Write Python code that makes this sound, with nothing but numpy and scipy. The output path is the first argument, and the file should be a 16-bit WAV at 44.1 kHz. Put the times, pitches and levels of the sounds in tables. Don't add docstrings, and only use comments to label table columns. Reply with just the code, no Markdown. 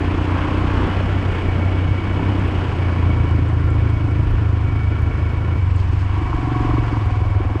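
import sys
import numpy as np
from scipy import signal
from scipy.io import wavfile
from scipy.ndimage import uniform_filter1d

SR = 44100
rng = np.random.default_rng(int(sys.argv[2]) if len(sys.argv) > 2 else 0)


def nominal_scale(level):
    x = np.asarray(level, float) / 20
    return 10 ** x


def store_pcm(level_fs):
    pcm = np.round(np.clip(level_fs, -1, 1) * 32767).astype(np.int16)
    wavfile.write(sys.argv[1], SR, np.atleast_2d(pcm).T)


N = 335160
T = np.arange(N) / SR
CUT = round(5.567 * SR)
SLOW = np.arange(N) > CUT


def in_time(table):
    s, *columns = np.transpose(np.vstack(table))
    return [np.interp(T, s, c) for c in columns]


def swells(rows, rest_db, rise_s, fall_s):
    curves = []
    for s, hold, db in rows:
        corners = [s - rise_s, s, s + hold, s + hold + fall_s]
        curves.append(np.interp(T, corners, [rest_db, db, db, rest_db]))
    return np.max(curves, axis=0)


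def rms_one(x):
    return x / np.sqrt(np.mean(x ** 2) + 1e-20)


def evened(x, over_s):
    power = uniform_filter1d(x ** 2, round(over_s * SR))
    return rms_one(x / (power + 1e-3 * np.mean(x ** 2)) ** .35)


def noise():
    return rng.standard_normal(N)


def drift(rate):
    r = np.exp(-80 * np.pi * rate / SR)
    slow = signal.lfilter([1], [1, -2 * r, r * r], rng.standard_normal(N // 40 + 2002))[2000:]
    return np.interp(np.arange(N) / 40, np.arange(len(slow)), rms_one(slow))


def ring(x, hz, width):
    r, w = np.exp(-np.pi * width / SR), 2 * np.pi * hz / SR
    return signal.lfilter([0, np.sin(w)], [1, -2 * r * np.cos(w), r * r], x + 1e-18)


def body(x, modes):
    return rms_one(sum(nominal_scale(db) * width * ring(x, hz, width) for hz, width, db in modes))


def band(x, low_hz, high_hz, order=2):
    return signal.sosfilt(signal.butter(order, [low_hz, high_hz], "band", fs=SR, output="sos"), x)


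def textured(spectrum, source, patchy_db, unit_hz):
    hz, db = np.transpose(spectrum)
    edges = hz[0] * 2 ** np.arange(0, np.log2(hz[-1] / hz[0]) + .01, 1 / 3)
    together = .4 * drift(6) + .6 * drift(25)
    out = 0
    for k, (low, high) in enumerate(zip(edges, edges[1:])):
        level_db = np.interp(np.log(low * high) / 2, np.log(hz), db)
        flicker_db = patchy_db * (together + drift(27))
        out = out + nominal_scale(level_db + flicker_db) * band(source[k % 2], low, high)
    return out / np.std(band(out, *unit_hz, order=4))


def grit(per_s, spread_db, share):
    sizes = nominal_scale(spread_db * np.minimum(rng.exponential(1, (2, N)), 5)) * rng.choice([-1, 1], (2, N))
    clicks = rms_one(sizes * (rng.random((2, N)) < per_s / SR))
    return np.sqrt(share) * clicks + np.sqrt(1 - share) * rng.standard_normal((2, N))


def clicks_at(events):
    out = np.zeros(N)
    for s, db, *rest in events:
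        out[min(round(s * SR), N - 1)] = nominal_scale(db)
    return out


def struck(events, width):
    return sum(ring(clicks_at([row]), row[2], width) for row in events)


# t/s, firings per second
ENGINE_SPEED = [(0.0, 29.38), (1.18, 31.71), (1.39, 29.64), (2.14, 31.58), (2.22, 32.92), (2.72, 28.33),
                (2.87, 29.55), (3.32, 27.35), (3.45, 27.61), (5.19, 25.77), (5.567, 27.71), (5.568, 23.47),
                (5.78, 22.48), (6.16, 24.74), (6.37, 22.79), (6.92, 22.57), (7.0, 20.66), (7.6, 20.38)]


def firing_cycle():
    per_s, = in_time(ENGINE_SPEED)
    cycle = np.cumsum(per_s) / SR
    cycle[CUT:] += np.ceil(cycle[CUT]) - cycle[CUT]
    return per_s, cycle


def once_a_cycle(cycle):
    return np.diff(np.floor(cycle), prepend=-1) > 0


# t/s, throttle 0-1, strain 0-1, burn level/dB
RIDER = [(0.0, 0.95, 0.63, -5.5), (.85, 0.84, 0.65, -3.5), (1.0, 0, 0.05, -3), (1.65, 0.61, 0, -0.5),
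         (1.87, 0.57, 0.12, 1), (2.03, 0, 0.1, -5.5), (2.2, 0.9, 0.42, -2), (2.7, 0.27, 0.2, -3),
         (3.05, 0.71, 0.47, -0.4), (4.4, 0.59, 0, -2), (5.56, 0.37, 0.31, -3), (5.58, 0.15, 0, 1.5),
         (6.0, 0, 0.07, -3), (6.27, 0.5, 0.52, -2.5), (6.56, 0.99, 0.69, -3.5), (6.8, 1, 0.75, -2.5),
         (7.0, 0.02, 0.35, -3.5), (7.6, 0.37, 0.26, 1)]


def rider():
    return in_time(RIDER)


# t/s, length/s, loss/dB
CALMS = [
    (2.3, .5, 2.0),
    (6.2, 0.55, 2),
]


def calm_db():
    return swells(CALMS, 0, .1, .1)


# t/s, length/s, top f/Hz
AIRY = [(.35, .015, 14500), (.85, .015, 14300), (1.49, .015, 14400), (3.06, .02, 15100), (3.24, .02, 15800),
        (3.31, .02, 15100), (4.35, .02, 14400), (4.52, .02, 14400), (4.6, .02, 15600), (4.64, .03, 15000),
        (4.73, .02, 14400), (5.31, .02, 14400), (5.38, .02, 14400), (5.57, .02, 15900), (5.67, .02, 15900),
        (5.72, .08, 15100), (5.88, .02, 15100), (6.65, .2, 14100), (6.85, .13, 14400), (7.02, .13, 14300),
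        (7.15, .2, 15000), (7.35, .15, 15300), (7.5, .1, 15800)]


def top_hiss():
    hiss, out = noise(), np.zeros(N)
    for s, hold, top_hz in AIRY:
        span = (T >= s) & (T < s + hold)
        out[span] = band(hiss[span], 13600, top_hz, order=4) * np.hanning(span.sum()) ** .25
    return nominal_scale(-76.0) * out


def port_hiss():
    return nominal_scale(-77.5) * rms_one(band(noise(), 10300, 11200))


def wind():
    gusts = rms_one(band(noise() * nominal_scale(3.5 * drift(4.8)), 24, 58, order=3))
    return nominal_scale(-27.0 - .6 * calm_db()) * gusts


# t/s, level/dB
SURFACE = [(0, 4), (.9, 6), (1.9, 1.5), (2.6, 4), (3.25, 0.5), (3.45, -1), (4.9, -2.5), (5.75, -2.5),
           (6.7, 0.7), (7.15, -3), (7.6, -4.5)]


def looseness():
    return in_time(SURFACE)[0]


# f/Hz, level/dB per Hz
RUMBLE = [(125, -2), (190, -0.5), (320, -1), (500, -10), (800, -14)]
# t/s, length/s, loss/dB
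QUIETER = [
    (0.17, 0.46, 1.5),
    (6.3, 0.74, 1.5),
    (5.62, 0.51, 3),
    (7.15, .45, 5),
]


def frame_rumble(per_s, gate, loose_db):
    rumble = textured(RUMBLE, gate ** 0.59 * rng.standard_normal((2, N)), patchy_db=1.0, unit_hz=(150, 230))
    level_db = -34 + 0.54 * loose_db + 0.29 * (per_s - 26.0)
    level_db += 0.5 * np.clip(22 - per_s, 0, 2) - swells(QUIETER, 0, 0.049, 0.23)
    return nominal_scale(level_db) * rumble


# t/s, length/s, level/dB
WHEEL_RINGS = [
    (.75, 0.82, 2.5),
    (1.82, 0.45, 3.5),
    (2.5, 0.35, 3),
    (3.05, 0.23, 2.5),
]


def wheel(loose_db):
    spokes = rms_one(ring(noise(), 2938, 58))
    return nominal_scale(-51.5 + loose_db + swells(WHEEL_RINGS, 0, 0.053, 0.14)) * spokes


# f/Hz, level/dB per Hz
TYRE = [(420, 6.5), (600, -0.5), (900, 5), (1300, 0), (1700, 2.5), (2050, -6.5), (2600, 0), (3200, -11.5),
        (3700, -26), (4300, -24)]


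def tyres(gate, loose_db):
    source = gate * grit(1500, spread_db=2.0, share=0.37)
    return nominal_scale(-41.5 + loose_db) * textured(TYRE, source, patchy_db=0.98, unit_hz=(1500, 2100))


# f/Hz, level/dB per Hz
SPRAY = [(3400, 5.5), (4200, -3), (5200, 4.5), (6300, -7.5), (7800, -7), (8800, -17), (9600, -35),
         (10700, -19.5), (11700, -36), (13900, -35.5)]
# t/s, length/s, level/dB
PUDDLES = [
    (5.77, 0.035, 5),
    (5.92, .02, 4),
    (5.99, 0.028, 5),
    (6.15, .35, 1.5),
    (7.02, .05, 2.5),
    (6.55, 0.71, 2),
]


def water_spray(gate, loose_db):
    source = gate * grit(900, spread_db=4.0, share=.12)
    spray = textured(SPRAY, source, patchy_db=.45, unit_hz=(4000, 9000))
    spray[CUT:] -= .5 * band(spray, 8100, 9900)[CUT:]
    return nominal_scale(-55.6 + 0.59 * loose_db + swells(PUDDLES, 0, .012, .04)) * spray


# t/s, length/s, level/dB
LOOSE_STONES = [
    (7.25, 0.38, 3.5),
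    (0.6, 0.37, 5.5),
    (1.5, 0.23, 7),
]


def loose_stones():
    clatter = rms_one(band(grit(430, spread_db=2.0, share=0.55)[0], 460, 900))
    return nominal_scale(-41.5 + swells(LOOSE_STONES, -23.0, .1, 0.079)) * clatter


# t/s, length/s, level/dB
PATCHES = [
    (0.32, 0.14, -33.5),
    (.68, 0.19, -32),
    (2.2, .4, -52.5),
    (3.0, .2, -55),
    (6.55, 0.57, -37),
    (7.3, 0.42, -41),
]


def gravel_crunch():
    grains = grit(800, spread_db=-9.0, share=0.074)[0] * nominal_scale(2.0 * drift(39))
    crunch = band(rms_one(band(grains, 800, 1650)), 200, 7000)
    return nominal_scale(swells(PATCHES, -48, rise_s=0.36, fall_s=0.23)) * crunch


# t/s, length/s, share lost
THINNED = [
    (5.9, 0.63, 0.43),
    (4.5, 0.25, 0.25),
]


def road(per_s, gate):
    loose_db = looseness()
    out = wind() + wheel(loose_db) + frame_rumble(per_s, gate, loose_db)
    out += tyres(gate, loose_db) + water_spray(gate, loose_db) + loose_stones()
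    out -= swells(THINNED, 0, 0.062, .15) * band(out, 370, 760)
    return out + gravel_crunch() + port_hiss()


# t/s, peak level/dB
DROPS = [(0.0772, -58), (0.2862, -58), (0.3421, -62), (1.1638, -63), (1.2266, -60), (2.0901, -58),
         (2.1515, -60), (2.5351, -59), (2.6484, -59), (3.2395, -61), (3.899, -63), (5.4545, -67),
         (5.5174, -60), (5.7324, -49), (7.2639, -54), (7.3158, -62), (7.3951, -62), (2.2233, -65),
         (2.4324, -53), (2.4768, -51), (2.6988, -55), (2.801, -47), (2.9602, -65), (3.1971, -54),
         (3.5937, -69), (3.6516, -62), (3.6581, -45), (3.706, -60), (4.0467, -59), (4.2288, -49),
         (4.2971, -64), (4.3086, -43), (4.6798, -65), (4.787, -70), (5.0205, -44), (5.3268, -48),
         (5.3647, -62), (5.5662, -49), (5.7638, -59), (5.9788, -49), (6.5999, -49), (7.0199, -50),
         (7.0599, -45)]


def drops():
    hits = clicks_at(DROPS)
    return nominal_scale(-1) * band(ring(hits, 11400, 700) + 0.55 * ring(hits, 12700, 700), 10700, 13400, order=4)


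# t/s, peak level/dB
STONES = [(.7372, -46), (.814, -41), (1.1917, -48), (2.2917, -48), (3.3109, -48), (5.9344, -50),
          (7.0604, -49), (2.397, -43), (3.4859, -43), (3.7049, -39), (3.9, -42), (4.111, -47),
          (4.5919, -53), (5.7632, -34)]


def stone_pings():
    hits = clicks_at(STONES)
    return 1.5 * band(ring(hits, 7600, 520) + 0.22 * ring(hits, 12000, 600), 6600, 9400, order=4)


# t/s, peak level/dB, f/Hz
KNOCKS = [(0.297, -19, 1040), (0.365, -22, 1050), (0.82, -21, 1500), (2.737, -22, 980), (6.141, -25, 988),
          (2.194, -15, 900), (3.31, -20, 982), (4.228, -23, 969), (5.929, -28, 947), (6.098, -25, 1090),
          (6.33, -12, 1070), (6.711, -13, 1050), (6.969, -22, 972), (7.554, -21, 1080)]


def knocks():
    return 1.6 * band(struck(KNOCKS, 240) + 2.2 * clicks_at(KNOCKS), 750, 2200, order=3)


# t/s, peak level/dB, f/Hz
CLACKS = [(0.29, -22, 549), (0.364, -10, 815), (0.399, -18, 579), (0.753, -20, 880), (0.818, -21, 517),
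          (1.006, -11, 587), (1.122, -23, 684), (1.597, -17, 509), (2.958, -20, 727), (3.02, -25, 751),
          (3.296, -20, 759), (3.76, -21, 826), (6.577, -25, 732), (7.262, -29, 751)]


def clacks():
    return nominal_scale(-4.0) * band(struck(CLACKS, 130), 400, 1100)


# t/s, peak level/dB, f/Hz
RATTLES = [(6.0988, -27, 1090), (6.14, -24, 988), (6.3301, -26, 1070), (6.461, -23, 985),
           (6.5124, -23, 980), (6.5488, -30, 982), (6.5678, -19, 1030), (6.6574, -23, 1050),
           (6.7109, -24, 1050), (6.7429, -15, 950), (6.8127, -21, 1070), (6.8484, -18, 1060),
           (6.9689, -16, 972), (7.0182, -23, 1160),
           (0.2006, -24, 942), (0.2694, -24, 1020), (0.2969, -17, 1040), (0.357, -18, 1050),
          (0.519, -21, 1030), (0.5503, -22, 977), (0.577, -21, 1050), (0.703, -20, 1080),
          (0.7693, -23, 1230), (0.8621, -19, 996), (0.989, -23, 1230)]


def slaps():
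    return nominal_scale(-4.5) * band(struck(RATTLES, 110), 820, 2000)


def ticks():
    edges = clicks_at([(5.5672, -50), (7.5998, -36)])
    return slaps() + clacks() + drops() + stone_pings() + knocks() + edges


def clatter_gate(cycle):
    return 1 + 0.14 * np.cos(2 * np.pi * (cycle - .4))


def panel_shake(cycle, gate, strain, pull):
    rattle_cycle = cycle - .9
    slow_rattle = 1 + 0.3 * pull * np.cos(2 * np.pi * rattle_cycle)
    rattle = np.where(SLOW, slow_rattle, gate ** (6.3 * strain))
    return rattle, SLOW * pull * once_a_cycle(rattle_cycle)


# t/s, length/s, level/dB
WHINES = [(.6, 0.46, -53), (1.1, .3, -45.5), (1.45, 0.36, -43.5), (1.78, 0.5, -43.5), (2.45, .25, -51),
          (2.83, .25, -44), (3.1, 0.25, -44.5), (3.62, 0.54, -48.5), (4.65, 0.68, -46), (5.25, 0.38, -48.5),
          (5.3, .1, -47.5), (6.15, 0.52, -49.5), (6.8, 0.66, -49.5)]
# t/s, f/Hz
WHINE_PITCH = [(0, 2230), (2.25, 2235), (2.8, 2272), (3.35, 2250), (3.7, 2248), (4.7, 2262), (5.56, 2258),
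               (6.2, 2270), (7.6, 2262)]


def gear_whine(shake, gate):
    whine_db = swells(WHINES, -54.5, rise_s=0.072, fall_s=0.15)
    hz = in_time(WHINE_PITCH)[0] + 19 * drift(30)
    tone = np.sin(2 * np.pi * np.cumsum(hz) / SR) * nominal_scale(.8 * drift(20))
    rim = rms_one(ring(ring(shake, 2250, 60), 2250, 120))
    whine = np.where(SLOW, .45, .9) * gate * tone + np.where(SLOW, 1.1, .72) * rim
    return nominal_scale(whine_db + 5.0) * whine, whine_db


# f/Hz, width/Hz, level/dB
CASINGS = [(1374, 25, -0.5), (1455, 25, -4.5), (1764, 110, -8)]


def casing_buzz(shake, whine_db):
    casings = band(body(shake * nominal_scale(0.5 * drift(1.3)), CASINGS), 1170, 1800)
    casings[CUT:] *= .3
    swell_db = swells([(4.8, .72, 1.8)], 0, .08, 0.091)
    return nominal_scale(-40.0 + swell_db + 0.19 * (whine_db + 46.0)) * casings


# t/s, length/s, level/dB
HUM_SWELLS = [
    (6.18, .2, 1.0),
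    (6.42, .25, 2.5),
    (6.72, 0.11, -1),
    (7.1, 0.37, 2.0),
]


def fairing_hum(shake, rattle, beat, strain, lugging):
    driven = shake * rattle + 20 * beat
    hum = rms_one(ring(ring(driven, 732, 42), 732, 60))
    hum = evened(hum, over_s=0.086) * nominal_scale(swells(HUM_SWELLS, 0, .03, .04))
    return nominal_scale(-50 + (7 + 13 * SLOW) * strain + 1.5 * lugging) * hum


# f/Hz, width/Hz, level/dB
PANELS = [(975, 37, -2), (1055, 27, -6.5), (1113, 50, -5.5)]
# t/s, length/s, level/dB
BUZZ_SWELLS = [
    (.3, .12, 2),
    (.62, .25, 0),
    (6.17, .12, 1.5),
    (6.55, 0.33, 1),
]


def panel_buzz(shake, rattle, beat, strain):
    driven = (shake * rattle + 18 * beat) * nominal_scale(0.5 * drift(11))
    buzz = band(body(driven, PANELS), 973, 1138)
    buzz = evened(buzz, over_s=.09) * nominal_scale(swells(BUZZ_SWELLS, 0, .04, .05))
    buzz[CUT:] *= nominal_scale(1)
    return nominal_scale(-41.5 + 12.5 * strain) * buzz


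# t/s, peak level/dB, f/Hz
THUDS = [(1.483, -8, 319), (2.1, -12.5, 324), (2.477, -14, 307), (3.239, -24, 297), (4.912, -12.5, 317),
         (6.014, -23, 288), (6.135, -18, 304), (6.174, -19, 304), (6.212, -17, 315), (6.254, -22, 295),
         (6.297, -15, 303), (6.341, -21, 310), (7.291, -20, 287), (7.446, -11, 278), (7.505, -12.5, 272),
         (3.385, -6, 286), (3.639, -23, 292), (5.928, -10.5, 316), (6.925, -8.5, 290), (6.966, -11, 312),
         (7.014, -17.5, 328), (7.163, -19, 367), (7.212, -15.5, 352), (7.36, -16.5, 387),
         (7.402, -12.5, 360), (7.553, -9.5, 344)]


def thuds():
    out = sum(ring(ring(clicks_at([row]), row[2], 76), row[2], 190) * 0.032 for row in THUDS)
    return band(out, 225, 480)


# f/Hz, width/Hz, level/dB
AIR_BOX = [(258, 8.8, -2), (297, 40, 10.5), (341, 95, -2.5), (402, 8.6, -24.5)]
# t/s, length/s, level/dB
SNAPS = [
    (0.0, 1, -41),
    (2.2, 0.22, -36),
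    (2.8, .5, -35.5),
    (6.3, .6, -42),
    (7.0, 0.55, -38.5),
]
# t/s, length/s, loss/dB
EASES = [
    (4.82, 0.46, 2.5),
    (7.42, 0.12, 6),
]


def air_box(per_s, cycle, throttle, strain, lugging):
    fired = once_a_cycle(cycle - .2 + .1 * strain - lugging / 20)
    pulses = fired * nominal_scale(.9 * drift(18)) + .0014 * noise()
    bark = body(band(pulses / np.sqrt(per_s), 245, 437, order=3), AIR_BOX)
    bark_db = -41.6 + 18.5 * throttle - swells(EASES[:1], 0, .3, 0.2)
    snap = rms_one(band(fired / np.sqrt(per_s), 150, 460)) * nominal_scale(swells(SNAPS, -46, 0.04, .08))
    return nominal_scale(bark_db) * bark + snap


# f/Hz, rms level/dB
SILENCER = [(43, -38), (68, -25), (80, -18), (93, -17.5), (109, -20.5), (121, -33), (136, -31.5),
            (152, -41)]
# level/dB at full strain, level/dB at full throttle
ORDER_SHIFTS = [(17, -1), (3.5, -1.1), (-37.5, 3), (9.5, 2.5), (12, 3)]
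# t/s, length/s, level/dB
SURGES = [
    (0.0, 0.76, 3.5),
    (2.6, 0.22, 3.5),
    (3.9, 0.59, 1),
]


def order_levels(per_s, throttle, strain, burn_db):
    hz, db = np.transpose(SILENCER)
    levels = {}
    for order, (pulled, opened) in enumerate(ORDER_SHIFTS, start=2):
        effort = strain ** 2
        if order == 4:
            effort = effort * np.clip((106 - 4 * per_s) / 6, .15, 1)
        through = np.interp(np.log(order * per_s), np.log(hz), db)
        levels[order] = through + burn_db + pulled * effort + opened * throttle
    eased_db = swells(EASES, 0, 0.039, 0.11)
    levels[4] = levels[4] - 0.59 * eased_db
    levels[5] = levels[5] - eased_db + swells(SURGES, 0, 0.074, 0.081)
    levels[6] = levels[6] - eased_db
    return levels


def silencer_boom(per_s, cycle, levels, strain, pull, lugging):
    since = 2 * np.pi * (cycle - .5 - .014 * lugging)
    boom = nominal_scale(-36) * np.cos(since - .9)
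    boom = boom + nominal_scale(levels[6] + 1) * np.cos(6 * since + np.where(SLOW, .4 + 2.4 * pull, 1.1))
    fifth_slow = 1.8 * pull - .5 - .2 * lugging
    fifth_fast = .5 - 1.8 * np.clip((5 * per_s - 142) / 4, 0, 1)
    late = {2: 1.2 * np.exp(-((2 * per_s - 55.5) / 2.5) ** 2), 3: 0, 4: 0, 5: np.where(SLOW, fifth_slow, fifth_fast)}
    for order in [2, 3, 4, 5]:
        hz = np.minimum(order * per_s, 112 if order == 4 else 200)
        lag = 2 * np.arctan((hz - 124) / 8) - 2 + late[order]
        unlike_db, wobble = drift(11), .26 * drift(11)
        boom = boom + nominal_scale(levels[order] + 5.5 + unlike_db) * np.cos(order * since - lag + wobble)
    boom *= nominal_scale(.8 * drift(16))
    turbulence = rms_one(band(noise(), 54.2, 128.2, order=4))
    boom += nominal_scale(-25 - 3.2 * strain - calm_db()) * (1 + np.cos(since)) * turbulence
    return boom * np.clip(np.abs(np.arange(N) - CUT) / (.005 * SR), 0, 1)


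def engine(per_s, cycle, gate):
    throttle, strain, burn_db = rider()
    pull = np.clip(3 * strain, 0, 1)
    lugging = np.clip(22.6 - uniform_filter1d(per_s, SR // 8), 0, 2.5)
    shake = grit(500, spread_db=-1.0, share=0.31) * gate
    rattle, beat = panel_shake(cycle, gate, strain, pull)
    whine, whine_db = gear_whine(shake[1], gate)
    metal = whine + casing_buzz(shake[1], whine_db)
    metal += fairing_hum(shake[1], rattle, beat, strain, lugging) + panel_buzz(shake[0], rattle, beat, strain)
    intake = thuds() + air_box(per_s, cycle, throttle, strain, lugging)
    levels = order_levels(per_s, throttle, strain, burn_db)
    return metal + intake + silencer_boom(per_s, cycle, levels, strain, pull, lugging)


def scene():
    per_s, cycle = firing_cycle()
    gate = clatter_gate(cycle)
    return (road(per_s, gate) + ticks() + engine(per_s, cycle, gate))[None]


def low_pass(x):
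    return signal.sosfilt(signal.butter(12, 16000, fs=SR, output="sos"), x)


def record(dry):
    top_cut = signal.cheby2(8, 24, 13900, fs=SR, output="sos")
    fade = np.clip(.6 + np.arange(N)[::-1] / (.004 * SR), 0, 1)
    limited = 0.7 * np.tanh(dry / 0.85)
    edge = band(clicks_at([(5.5672, -56), (7.5996, -34)]), 12000, 20000)
    mix = fade * signal.sosfilt(top_cut, limited) + top_hiss() + edge
    return low_pass(mix)


dry = scene()
out = record(dry)
store_pcm(out)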